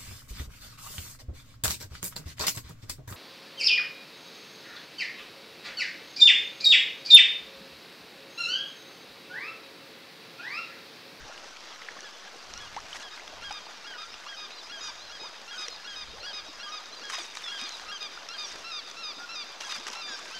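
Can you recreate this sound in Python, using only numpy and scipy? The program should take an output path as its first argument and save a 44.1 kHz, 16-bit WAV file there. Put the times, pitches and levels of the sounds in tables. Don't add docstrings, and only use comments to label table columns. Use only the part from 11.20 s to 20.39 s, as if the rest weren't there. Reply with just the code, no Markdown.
import sys
import numpy as np
from scipy import signal
from scipy.fft import rfft, irfft, next_fast_len
from scipy.io import wavfile
from scipy.ndimage import uniform_filter1d

SR = 44100
rng = np.random.default_rng(int(sys.argv[2]) if len(sys.argv) > 2 else 0)


def gain_from_db(level_db):
    decades = np.asarray(level_db, float) / 20
    return 10 ** decades


def persist_wave(psi):
    counts = np.round(np.clip(psi, -1, 1) * 32767).astype(np.int16)
    wavfile.write(sys.argv[1], SR, np.atleast_2d(counts).T)


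N = 405279


def evened(x):
    return x / np.sqrt(np.mean(x ** 2) + 1e-20)


def curve(table, column):
    rows = np.array(table)
    return np.interp(np.arange(N) / SR, rows[:, 0], rows[:, column])


def coloured(x, points):
    hz, db = np.transpose(points)
    size = next_fast_len(len(x))
    bins = np.fft.rfftfreq(size, 1 / SR)
    gain = gain_from_db(np.interp(np.log(bins + 1), np.log(hz), db))
    return irfft(rfft(x, size) * gain, size)[:len(x)]


def wander(seconds):
    width = max(round(seconds * SR), 1)
    smooth = uniform_filter1d(rng.standard_normal(N), width)
    return evened(uniform_filter1d(smooth, width))


def add(mix, s, sound):
    part = mix[round(s * SR):][:len(sound)]
    part += sound[:len(part)]


def bursts(rows, rest_db):
    t = np.arange(N) / SR
    power = gain_from_db(rest_db) ** 2
    for s, rise, fall, db in rows:
        away = np.where(t < s, (s - t) / rise, (t - s) / fall)
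        power = power + gain_from_db(db) ** 2 * np.exp(-away ** 2)
    return np.sqrt(power)


def glides(rows, partials_db, rise_s, fall_s, fade_db, tilt, waver, flutter_db, slur=0, bend=4):
    slurs_from_s, slur_s = 7.4, 0.01377
    out = np.zeros(N)
    tremble, flutter = wander(0.0035), wander(0.0091)
    order = np.arange(1, len(partials_db) + 1)[:, None]
    for s, length, first_hz, last_hz, even, db in rows:
        at = round(s * SR)
        t = np.arange(min(round(length * SR), N - at)) / SR
        u = t / length
        hz = first_hz + (last_hz - first_hz) * (even * u + (1 - even) * u ** bend)
        hz *= 1 + slur * (s > slurs_from_s) * np.exp(-t / slur_s)
        phase = 2 * np.pi * np.cumsum(hz * (1 + waver * tremble[at:at + len(t)])) / SR
        weights = gain_from_db(np.reshape(partials_db, (-1, 1)) + tilt[at] * np.log2(order / 8.8))
        shape = np.minimum(t / rise_s, 1) * np.clip((length - t) / fall_s, 0, 1)
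        shape *= gain_from_db(-fade_db * (u - 1.0))
        beats = flutter[(at + np.arange(len(t)) + order * SR) % N]
        partials = weights * gain_from_db(flutter_db * beats) * np.sin(order * phase)
        add(out, s, np.sqrt(2) * gain_from_db(db) * partials.sum(0) * shape)
    return out


# start_s, lead_in_s, length_s, pitch_hz, level_db
SECOND_NOTES = [(0.843, .015, 0.05, 1710, -52), (1.403, 0.048, 0.07, 1695, -53.5),
                (1.83, .026, 0.073, 1680, -53.5), (2.24, 0.021, 0.078, 1643, -49),
                (2.667, 0.026, 0.078, 1655, -50), (3.087, 0.025, 0.08, 1655, -48.5),
                (3.519, 0.024, 0.088, 1663, -44.5), (3.921, 0.028, 0.072, 1668, -47),
                (4.309, 0.033, 0.071, 1650, -44.5), (4.672, 0.029, 0.091, 1664, -44.5),
                (5.06, 0.033, 0.073, 1669, -42), (5.429, 0.034, 0.074, 1657, -43.5),
                (5.834, .02, .096, 1665, -46.5), (6.316, 0.041, 0.093, 1645, -44),
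                (6.715, 0.032, 0.071, 1640, -43), (7.137, 0.052, 0.04, 1630, -44),
                (8.442, 0.008, 0.0516, 1677, -44), (9.142, 0.034, 0.14, 1558, -46)]
# start_s, length_s, level_db
ARCHED_NOTES = [
    (7.442, 0.081, -46.5),
    (7.765, 0.077, -47.5),
    (8.088, .066, -45.5),
    (8.75, 0.08, -46.5),
]
# start_s, length_s, pitch_hz, level_db, droop (share of pitch)
THIRD_NOTES = [(1.906, 0.056, 1255, -49.5, 0.067), (2.307, 0.089, 1241, -45, .1),
               (2.777, .078, 1244, -44, .1), (3.164, 0.108, 1246, -43, .08), (3.603, 0.11, 1252, -40, .12),
               (3.994, 0.094, 1255, -40.5, 0.094), (4.375, 0.089, 1264, -36, .11),
               (4.755, 0.094, 1255, -39, .12), (5.127, 0.084, 1257, -38, .11),
               (5.515, 0.082, 1260, -39, .13), (5.917, 0.112, 1258, -39.5, 0.15),
               (6.388, 0.1, 1246, -38.5, 0.14), (6.802, 0.08, 1241, -37.5, 0.16),
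               (7.178, .09, 1234, -37, 0.148), (7.512, 0.096, 1234, -36, .15),
               (7.83, 0.097, 1232, -36.5, 0.142), (8.149, 0.092, 1217, -36.5, .13),
               (8.489, 0.085, 1231, -37, 0.12), (8.812, 0.098, 1199, -39, 0.062),
               (8.883, 0.09, 1267, -44, 0.11)]
FIRST_PARTIALS = [-2.5, 0, -2, -4.5, -29, -37]
SECOND_PARTIALS = [-7.5, -3.5, -9, -29, -39, -48]
THIRD_PARTIALS = [-14.5, -12, -5.5, -5, -17.5, -42.5]
# time_s, tilt_db_per_octave
FACING_BOAT = [
    (0, -2),
    (2.3, -2.5),
    (3.3, -1),
    (4, 0.5),
    (5, 0),
    (6.2, -1),
    (7, -0.5),
    (7.6, 0),
    (8.4, 0),
    (9.2, 0),
]


def near_bird():
    lead_from, lead_to, lead_db = .805, .88, -4
    overlap_s = 0.0023
    high_droop = 0.1405
    facing = curve(FACING_BOAT, 1)
    first = [(s - lead, lead + overlap_s, lead_from * hz, lead_to * hz, 1.11, db + lead_db)
             for s, lead, _, hz, db in SECOND_NOTES]
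    first += [(s, length, 1368, 1292, -0.23, db) for s, length, db in ARCHED_NOTES]
    second = [(s, length, hz, hz * (1 - high_droop), 0.221, db) for s, _, length, hz, db in SECOND_NOTES]
    third = [(s, length, hz, hz * (1 - droop), 0.1, db) for s, length, hz, db, droop in THIRD_NOTES]
    call = glides(first, FIRST_PARTIALS, 0.0031, 0.0032, 1, facing, 0.0038, 0.92, slur=-0.052)
    call += glides(second, SECOND_PARTIALS, 0.0017, 0.019, 4.5, facing, 0.003, 1.6)
    call += glides(third, THIRD_PARTIALS, 0.0076, 0.014, 0.36, facing, 0.0019, 1.25, slur=0.0506, bend=5.46)
    return call


# start_s, length_s, first_hz, last_hz, level_db
CLIMBING_NOTES = [(2.805, .045, 3950, 4180, -56), (2.78, .1, 1215, 1370, -48.5),
                  (3.305, .053, 3680, 4220, -52.5), (3.791, .075, 3710, 4280, -50),
                  (4.33, .06, 1390, 1510, -48), (4.442, .056, 4030, 4265, -48.5),
                  (4.998, .04, 3990, 4410, -48), (5.247, .073, 3770, 3960, -54.5),
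                  (5.456, .112, 1180, 1250, -46.5), (5.722, .035, 3930, 4240, -47),
                  (6.448, .055, 4080, 4260, -48.5), (7.981, .08, 1385, 1430, -43.5),
                  (7.087, .089, 4045, 4215, -51.5), (5.756, .034, 3905, 4065, -50.5),
                  (5.719, .017, 5810, 6110, -51.5), (4.013, .034, 5910, 6840, -57.5),
                  (6.161, .029, 3710, 3860, -49), (2.84, .035, 6100, 6150, -57)]
# start_s, length_s, pitch_hz, level_db
PLUNGING_NOTES = [(2.85, 0.045, 4800, -57), (3.36, 0.053, 4130, -49), (5.997, 0.043, 8950, -62),
                  (6.012, 0.035, 5950, -48), (4.357, 0.069, 1512, -47), (4.506, 0.045, 4280, -45.5),
                  (8.0, .05, 5750, -55), (8.12, .075, 5750, -54), (4.69, .065, 6650, -59),
                  (4.33, .06, 6600, -58), (5.038, 0.071, 4845, -47), (3.35, .06, 4780, -52),
                  (3.606, 0.1, 6760, -54), (3.626, 0.095, 5800, -50), (5.27, 0.066, 5440, -55),
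                  (5.455, .07, 6630, -65), (5.756, 0.074, 4800, -49.5), (6.002, .05, 6770, -54),
                  (6.5, .066, 4110, -44.5), (6.663, .1, 1259, -48.5), (7.17, 0.055, 4760, -44),
                  (7.242, 0.072, 5700, -47.5), (7.262, .045, 6400, -51.7), (5.997, 0.051, 8250, -58),
                  (8.868, 0.1, 6970, -56)]
# start_s, length_s, pitch_hz, level_db
SLIDING_NOTES = [(0.102, 0.034, 1450, -48), (0.13, .03, 1660, -52), (1.067, .024, 1660, -48),
                 (0.92, 0.054, 3620, -59), (1.465, 0.021, 2910, -46), (2.699, 0.08, 1590, -48.5),
                 (2.72, .05, 3080, -55), (2.887, .028, 3950, -52), (3.12, .045, 6500, -58),
                 (2.914, .053, 5320, -52), (3.424, .057, 5240, -53), (3.86, 0.051, 4150, -52.1),
                 (5.485, 0.062, 5950, -52), (6.23, 0.07, 5500, -49), (6.235, 0.082, 3624, -39),
                 (3.406, .022, 3620, -52), (8.412, 0.035, 2850, -47), (8.89, 0.067, 5130, -48),
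                 (8.9, .055, 3500, -51), (8.9, .05, 8700, -68), (7.534, 0.052, 1436, -53),
                 (0.154, .017, 1130, -52), (5.475, .03, 5300, -55), (3.573, 0.038, 6300, -56),
                 (3.679, 0.037, 1600, -48), (6.736, 0.054, 6460, -52), (8.144, 0.047, 6350, -54),
                 (8.564, 0.032, 5200, -46), (8.874, 0.09, 1743, -45), (8.916, 0.07, 5770, -47)]


def answering_birds():
    plunge, slide_per_s = .12, 1.1
    rows = [(s, length, hz, last_hz, 1.5, db) for s, length, hz, last_hz, db in CLIMBING_NOTES]
    rows += [(s, length, hz, hz * (1 - plunge), 0.223, db) for s, length, hz, db in PLUNGING_NOTES]
    rows += [(s, length, hz, hz * (1 - slide_per_s * length), 1.5, db) for s, length, hz, db in SLIDING_NOTES]
    return glides(rows, [.5], .008, .012, 0, np.zeros(N), .003, 2.6)


def colony():
    draw = rng.random((110, 4))
    start_s = draw[:, 0] * (N / SR - .2)
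    length_s = 0.0424 + 0.0636 * draw[:, 2]
    hz = 1150 + 650 * draw[:, 1]
    level_db = -60 - 8 * draw[:, 3]
    rows = np.array([start_s, length_s, hz, .9 * hz, 0.317 + 0 * hz, level_db])
    return glides(rows.T, [0.0, -5.5, -22, -19], 0.025, 0.021, 0, np.zeros(N), 0.0068, 2.4)


# delay_s, level_db
ROCK_FACES = [
    (0.109, -19.5),
    (0.145, -18.5),
    (.29, -17.5),
]


def cliff(x):
    t = np.arange(SR) / SR
    taps = rng.choice([-1., 1.], SR) * (rng.random(SR) < 1500 / SR)
    tail = taps * (t > .03) * gain_from_db(-60 * t / 1.2)
    echo = gain_from_db(-11) * evened(tail) / np.sqrt(SR)
    for delay, db in ROCK_FACES:
        smear = taps * np.exp(-((t - delay) / 0.0058) ** 2)
        echo += gain_from_db(db) * evened(smear) / np.sqrt(SR)
    return signal.oaconvolve(x, echo)[:N]


# peak_s, rise_s, fall_s, level_db
PADDLE_SPLASHES = [(1.37, 0.04, 0.23, -54), (1.75, 0.045, 0.066, -46), (2.23, .02, 0.09, -51),
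                   (3.65, 0.056, 0.065, -48.5), (4.45, 0.095, .05, -49), (5.93, 0.034, 0.091, -39),
                   (6.17, 0.028, 0.046, -44.5), (6.42, 0.23, 0.19, -46), (7.25, 0.068, 0.11, -46.5),
                   (8.415, 0.0094, 0.08, -41.5), (8.52, 0.026, 0.084, -41.5), (8.68, 0.017, 0.081, -41.5),
                   (9.1, 0.2, 0.12, -48)]
# freq_hz, level_db
HOUSING_TONE = [(300, -22), (1000, -1.5), (4000, -0.5), (6200, 3), (7500, -6), (10000, -13.5),
                (15000, -24.5)]


def spray():
    t, out, clumps = np.arange(300) / SR, np.zeros(N), wander(0.0089)
    size = gain_from_db(3.8 * np.minimum(rng.exponential(1, N), 4) + 3 * np.clip(clumps, -2, 2))
    size *= rng.random(N) < 2600 / SR
    kind = rng.integers(0, 24, N)
    for k, hz in enumerate(np.geomspace(700, 14500, 24)):
        ring = np.sin(2 * np.pi * hz * t * (1 + 0.0436 * hz * t))
        grain = ring * np.exp(-t * hz / 3.7) * np.sqrt(hz)
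        out += signal.oaconvolve(size * (kind == k), grain)[:N]
    sheet = rng.standard_normal(N) * gain_from_db(2.7 * clumps)
    ticks = evened(size * rng.choice([-1., 1.], N) * (kind < 5))
    out += 0.66 * ticks * np.std(out)
    wet = coloured(evened(out) + .45 * sheet, HOUSING_TONE)
    wet = coloured(wet, [(500, 2.5), (2000, 5.5), (6000, 3.0), (14000, 0.5)])
    return bursts(PADDLE_SPLASHES, -56.0) * evened(wet)


# start_s, peak_db,
# pitch_hz
PADDLE_DROPS = [(0.2428, -37, 6430), (0.406, -35.5, 5530), (0.8067, -32.5, 5930), (1.3377, -29.5, 5700),
                (1.3768, -30, 5770), (1.565, -33, 5600), (1.603, -37, 5600), (2.3151, -39, 5570),
                (2.326, -29.5, 5800), (4.412, -32, 5710), (4.4831, -23.5, 5600), (5.838, -37, 6340),
                (5.854, -33, 5860), (6.1546, -37, 5800), (6.1714, -27, 4150), (6.439, -30, 5900),
                (6.4928, -27.5, 6440), (6.5223, -33, 5690), (7.0888, -28, 5450), (7.1796, -45, 6050),
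                (7.196, -34, 6500), (7.227, -45, 7000), (7.7132, -33, 5700), (8.4093, -29, 5750),
                (8.4497, -33, 6300), (8.668, -28, 5260), (8.7014, -31, 5600), (9.151, -33, 5430),
                (1.5643, -37, 2100), (1.7667, -37, 1930), (1.9764, -38, 2100), (2.078, -34, 3320),
               (2.2124, -39, 2750), (2.2957, -47, 2580), (2.9412, -35, 2760), (3.307, -36.5, 2650),
               (0.178, -36.5, 2900), (0.369, -37, 3250), (0.44, -42, 4000), (0.472, -42, 3950),
               (0.527, -41, 3250), (0.62, -40, 2000), (0.687, -43, 2400), (4.482, -37, 2050),
               (6.171, -34, 2400), (6.154, -37, 2300), (6.262, -36, 1900), (6.197, -40, 3200),
               (8.523, -34, 2410), (8.734, -32, 4800), (4.44, -37, 5700), (1.338, -38, 3900),
               (2.575, -40, 5500), (1.546, -41, 2200), (2.297, -38, 3700), (4.562, -37, 4500),
               (5.658, -34, 4950), (6.597, -33, 4140), (6.8284, -29.5, 3540), (7.2394, -47, 3260),
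               (8.5225, -26, 3670), (8.562, -35, 2580), (8.6682, -33, 1930), (8.6814, -49, 3180),
               (6.3265, -47, 9000), (6.4142, -38, 9080), (6.5434, -48, 10300), (6.6992, -49, 10700),
               (2.3083, -31.5, 2430), (2.31, -32.5, 1270), (6.414, -36, 2300), (6.39, -37, 2800),
               (6.537, -39, 2700), (8.42, -35, 3900), (5.95, -36, 1920), (5.988, -33, 3300)]


def drips():
    out, t = np.zeros(N), np.arange(400) / SR
    for s, db, hz in PADDLE_DROPS:
        walk = rng.standard_normal(len(t) + 1).cumsum()
        softened = np.diff(uniform_filter1d(walk, round(SR / hz / 2.5)))
        tick = 0.73 * evened(softened) * np.exp(-t * hz / 7.1)
        ring = np.sin(2 * np.pi * hz * t) * np.exp(-t * hz / 5.4)
        level_db = db + 1.5 - np.interp(hz, *np.transpose(HOUSING_TONE))
        add(out, s, gain_from_db(level_db) * (tick + ring))
    return coloured(out, HOUSING_TONE)


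# start_s, life_s, pitch_hz, level_db
RISING_POCKETS = [(0.097, 0.021, 544, -54), (0.256, .027, 380, -59), (0.363, 0.01, 2110, -54),
                  (0.686, 0.0053, 1560, -40), (1.565, 0.027, 757, -42), (1.745, 0.032, 684, -58),
                  (1.996, .018, 1900, -52), (2.489, 0.033, 650, -59), (3.686, 0.055, 832, -56.5),
                  (4.015, 0.04, 324, -58.5), (4.032, .05, 838, -53.5), (4.935, 0.055, 399, -59),
                  (6.42, .06, 210, -59), (8.582, 0.059, 202, -63), (8.665, 0.024, 332, -58.5),
                  (8.9, 0.062, 223, -63)]
# start_s, life_s, pitch_hz, level_db
BURSTING_POCKETS = [(0.619, .006, 1920, -54), (0.789, .007, 1680, -50.5), (.768, .008, 1100, -52),
                    (2.738, .006, 1800, -49), (3.126, .007, 1850, -49), (4.482, .012, 450, -53),
                    (4.395, .02, 340, -59), (5.285, .02, 290, -59), (1.729, 0.0078, 2980, -42.5),
                    (2.307, 0.016, 794, -46), (2.467, 0.0087, 860, -50.5), (3.066, 0.012, 1130, -46.5),
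                    (3.571, 0.036, 650, -59), (5.933, 0.016, 1020, -46), (5.983, 0.011, 666, -49.5),
                    (5.996, 0.057, 337, -61), (6.974, 0.0081, 1350, -46.5), (8.689, .027, 934, -58),
                    (8.994, .014, 1120, -51)]


def bubbles():
    rows = [(s, life, hz, 1.5 * hz + 281, 0.688, db) for s, life, hz, db in RISING_POCKETS]
    rows += [(s, life, hz, 1.23 * hz, .25, db) for s, life, hz, db in BURSTING_POCKETS]
    return glides(rows, [0], 0.00056, 0.00073, 10.1, np.zeros(N), 0.0022, 0.8)


# start_s, peak_db
BLADE_FLECKS = [(0.1765, -51), (0.1894, -54), (0.5496, -47), (0.9113, -50), (0.9832, -50), (1.1328, -40),
                (1.1657, -46), (1.1832, -45), (1.288, -50), (1.4406, -48), (1.5329, -50), (1.6871, -50),
                (1.7045, -46), (1.7908, -50), (1.9111, -49), (1.9624, -44), (2.0792, -50), (2.2139, -47),
                (2.3416, -47), (2.6334, -50), (3.2844, -44), (4.3809, -45), (4.4294, -49), (4.4792, -43),
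                (4.5032, -46), (4.5144, -53), (5.692, -48), (5.9015, -46), (5.9224, -40), (6.0836, -44),
                (6.1689, -42), (6.2497, -46), (6.2946, -49), (6.4662, -48), (6.5645, -49), (6.5909, -45),
                (6.6109, -47), (6.8294, -40), (7.3223, -51), (7.7004, -40), (7.9982, -48), (8.2452, -46),
                (8.323, -41), (8.3948, -46), (8.4103, -41), (8.4602, -45), (8.5225, -41), (8.5609, -39),
                (8.6754, -37), (8.6824, -36), (8.7294, -43), (9.0179, -49), (9.0518, -47), (9.1137, -36)]
# freq_hz, level_db
FLECK_COLOUR = [(1500, -30), (4500, -8), (7000, 5), (10000, 1), (15000, -9)]


def flecks():
    out, t = np.zeros(N), np.arange(200) / SR
    grains = rng.standard_normal((len(BLADE_FLECKS), len(t)))
    for (s, db), grain in zip(BLADE_FLECKS, grains):
        tick = grain * np.exp(-t / .0004)
        add(out, s, gain_from_db(db + 2) * tick / abs(tick).max())
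    return coloured(out, FLECK_COLOUR)


# time_s, level_db
SWELL = [
    (0.0, -49),
    (4.86, -49.5),
    (9.19, -48.5),
]
# freq_hz, level_db_per_hz
SEA_COLOUR = [(76, -27), (130, -13.5), (232, -6.5), (631, -0.5), (1380, -1), (2270, -4.5), (4960, -5),
              (6050, -8.5), (9210, -28), (14600, -34.5), (15500, -43)]


def sea():
    frames = N // 128 + 5
    a, b, patches = rng.standard_normal((frames, 257, 3)).T
    patches = uniform_filter1d(patches, 6, 0)
    patches = evened(uniform_filter1d(patches, 10, 1))
    spectrum = (a + 1j * b) * gain_from_db(3.0 * patches)
    wash = evened(signal.istft(spectrum, nperseg=512, noverlap=384)[1][:N])
    pops = gain_from_db(2.2 * np.minimum(rng.exponential(1, N), 5)) * rng.standard_normal(N)
    fizz = evened(pops * (rng.random(N) < 1500 / SR))
    return gain_from_db(curve(SWELL, 1) + 2) * evened(coloured(wash + 0.6 * fizz, SEA_COLOUR))


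# peak_s, rise_s, fall_s, level_db
WIND_PUFFS = [(0, .01, 0.055, -52.5), (.3, 0.084, 0.092, -68), (1.35, 0.056, 0.28, -53.5),
              (2.24, 0.13, 0.095, -56.5), (2.95, .03, 0.037, -62), (3.8, 0.22, 0.16, -64),
              (4.54, 0.045, 0.026, -63), (4.93, 0.12, 0.09, -52), (5.27, .1, 0.11, -60),
              (6.95, .03, .04, -66), (6.66, 0.069, 0.047, -64), (7.34, 0.025, 0.055, -57),
              (8.58, 0.075, .12, -72)]


def wind():
    puffs = rng.standard_normal(N) * gain_from_db(2.2 * wander(.02))
    colour = [(8, -29), (25, 4.5), (70, 0.5), (130, -8), (300, -20), (900, -70)]  # (Hz, dB)
    return bursts(WIND_PUFFS, -75.0) * evened(coloured(puffs, colour))


def scene():
    birds = near_bird() + answering_birds() + colony()
    paddle = spray() + drips() + bubbles() + flecks()
    return np.tile(birds + cliff(birds) + paddle + sea() + wind(), (2, 1))


def top_cut(x):
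    return signal.sosfilt(signal.butter(12, 15700, fs=SR, output="sos"), x)


def record(dry):
    left = dry[0] - .00204
    right = signal.lfilter(*signal.butter(1, 125, "high", fs=SR), dry[1])
    hiss = gain_from_db(-76) * np.diff(rng.standard_normal((2, N + 1)))
    treble_limit = signal.firwin(511, 15230, fs=SR)[None]
    mix = signal.oaconvolve(np.array([left, right]) + hiss, treble_limit, "same")
    return top_cut(mix)


dry = scene()
out = record(dry)
persist_wave(out)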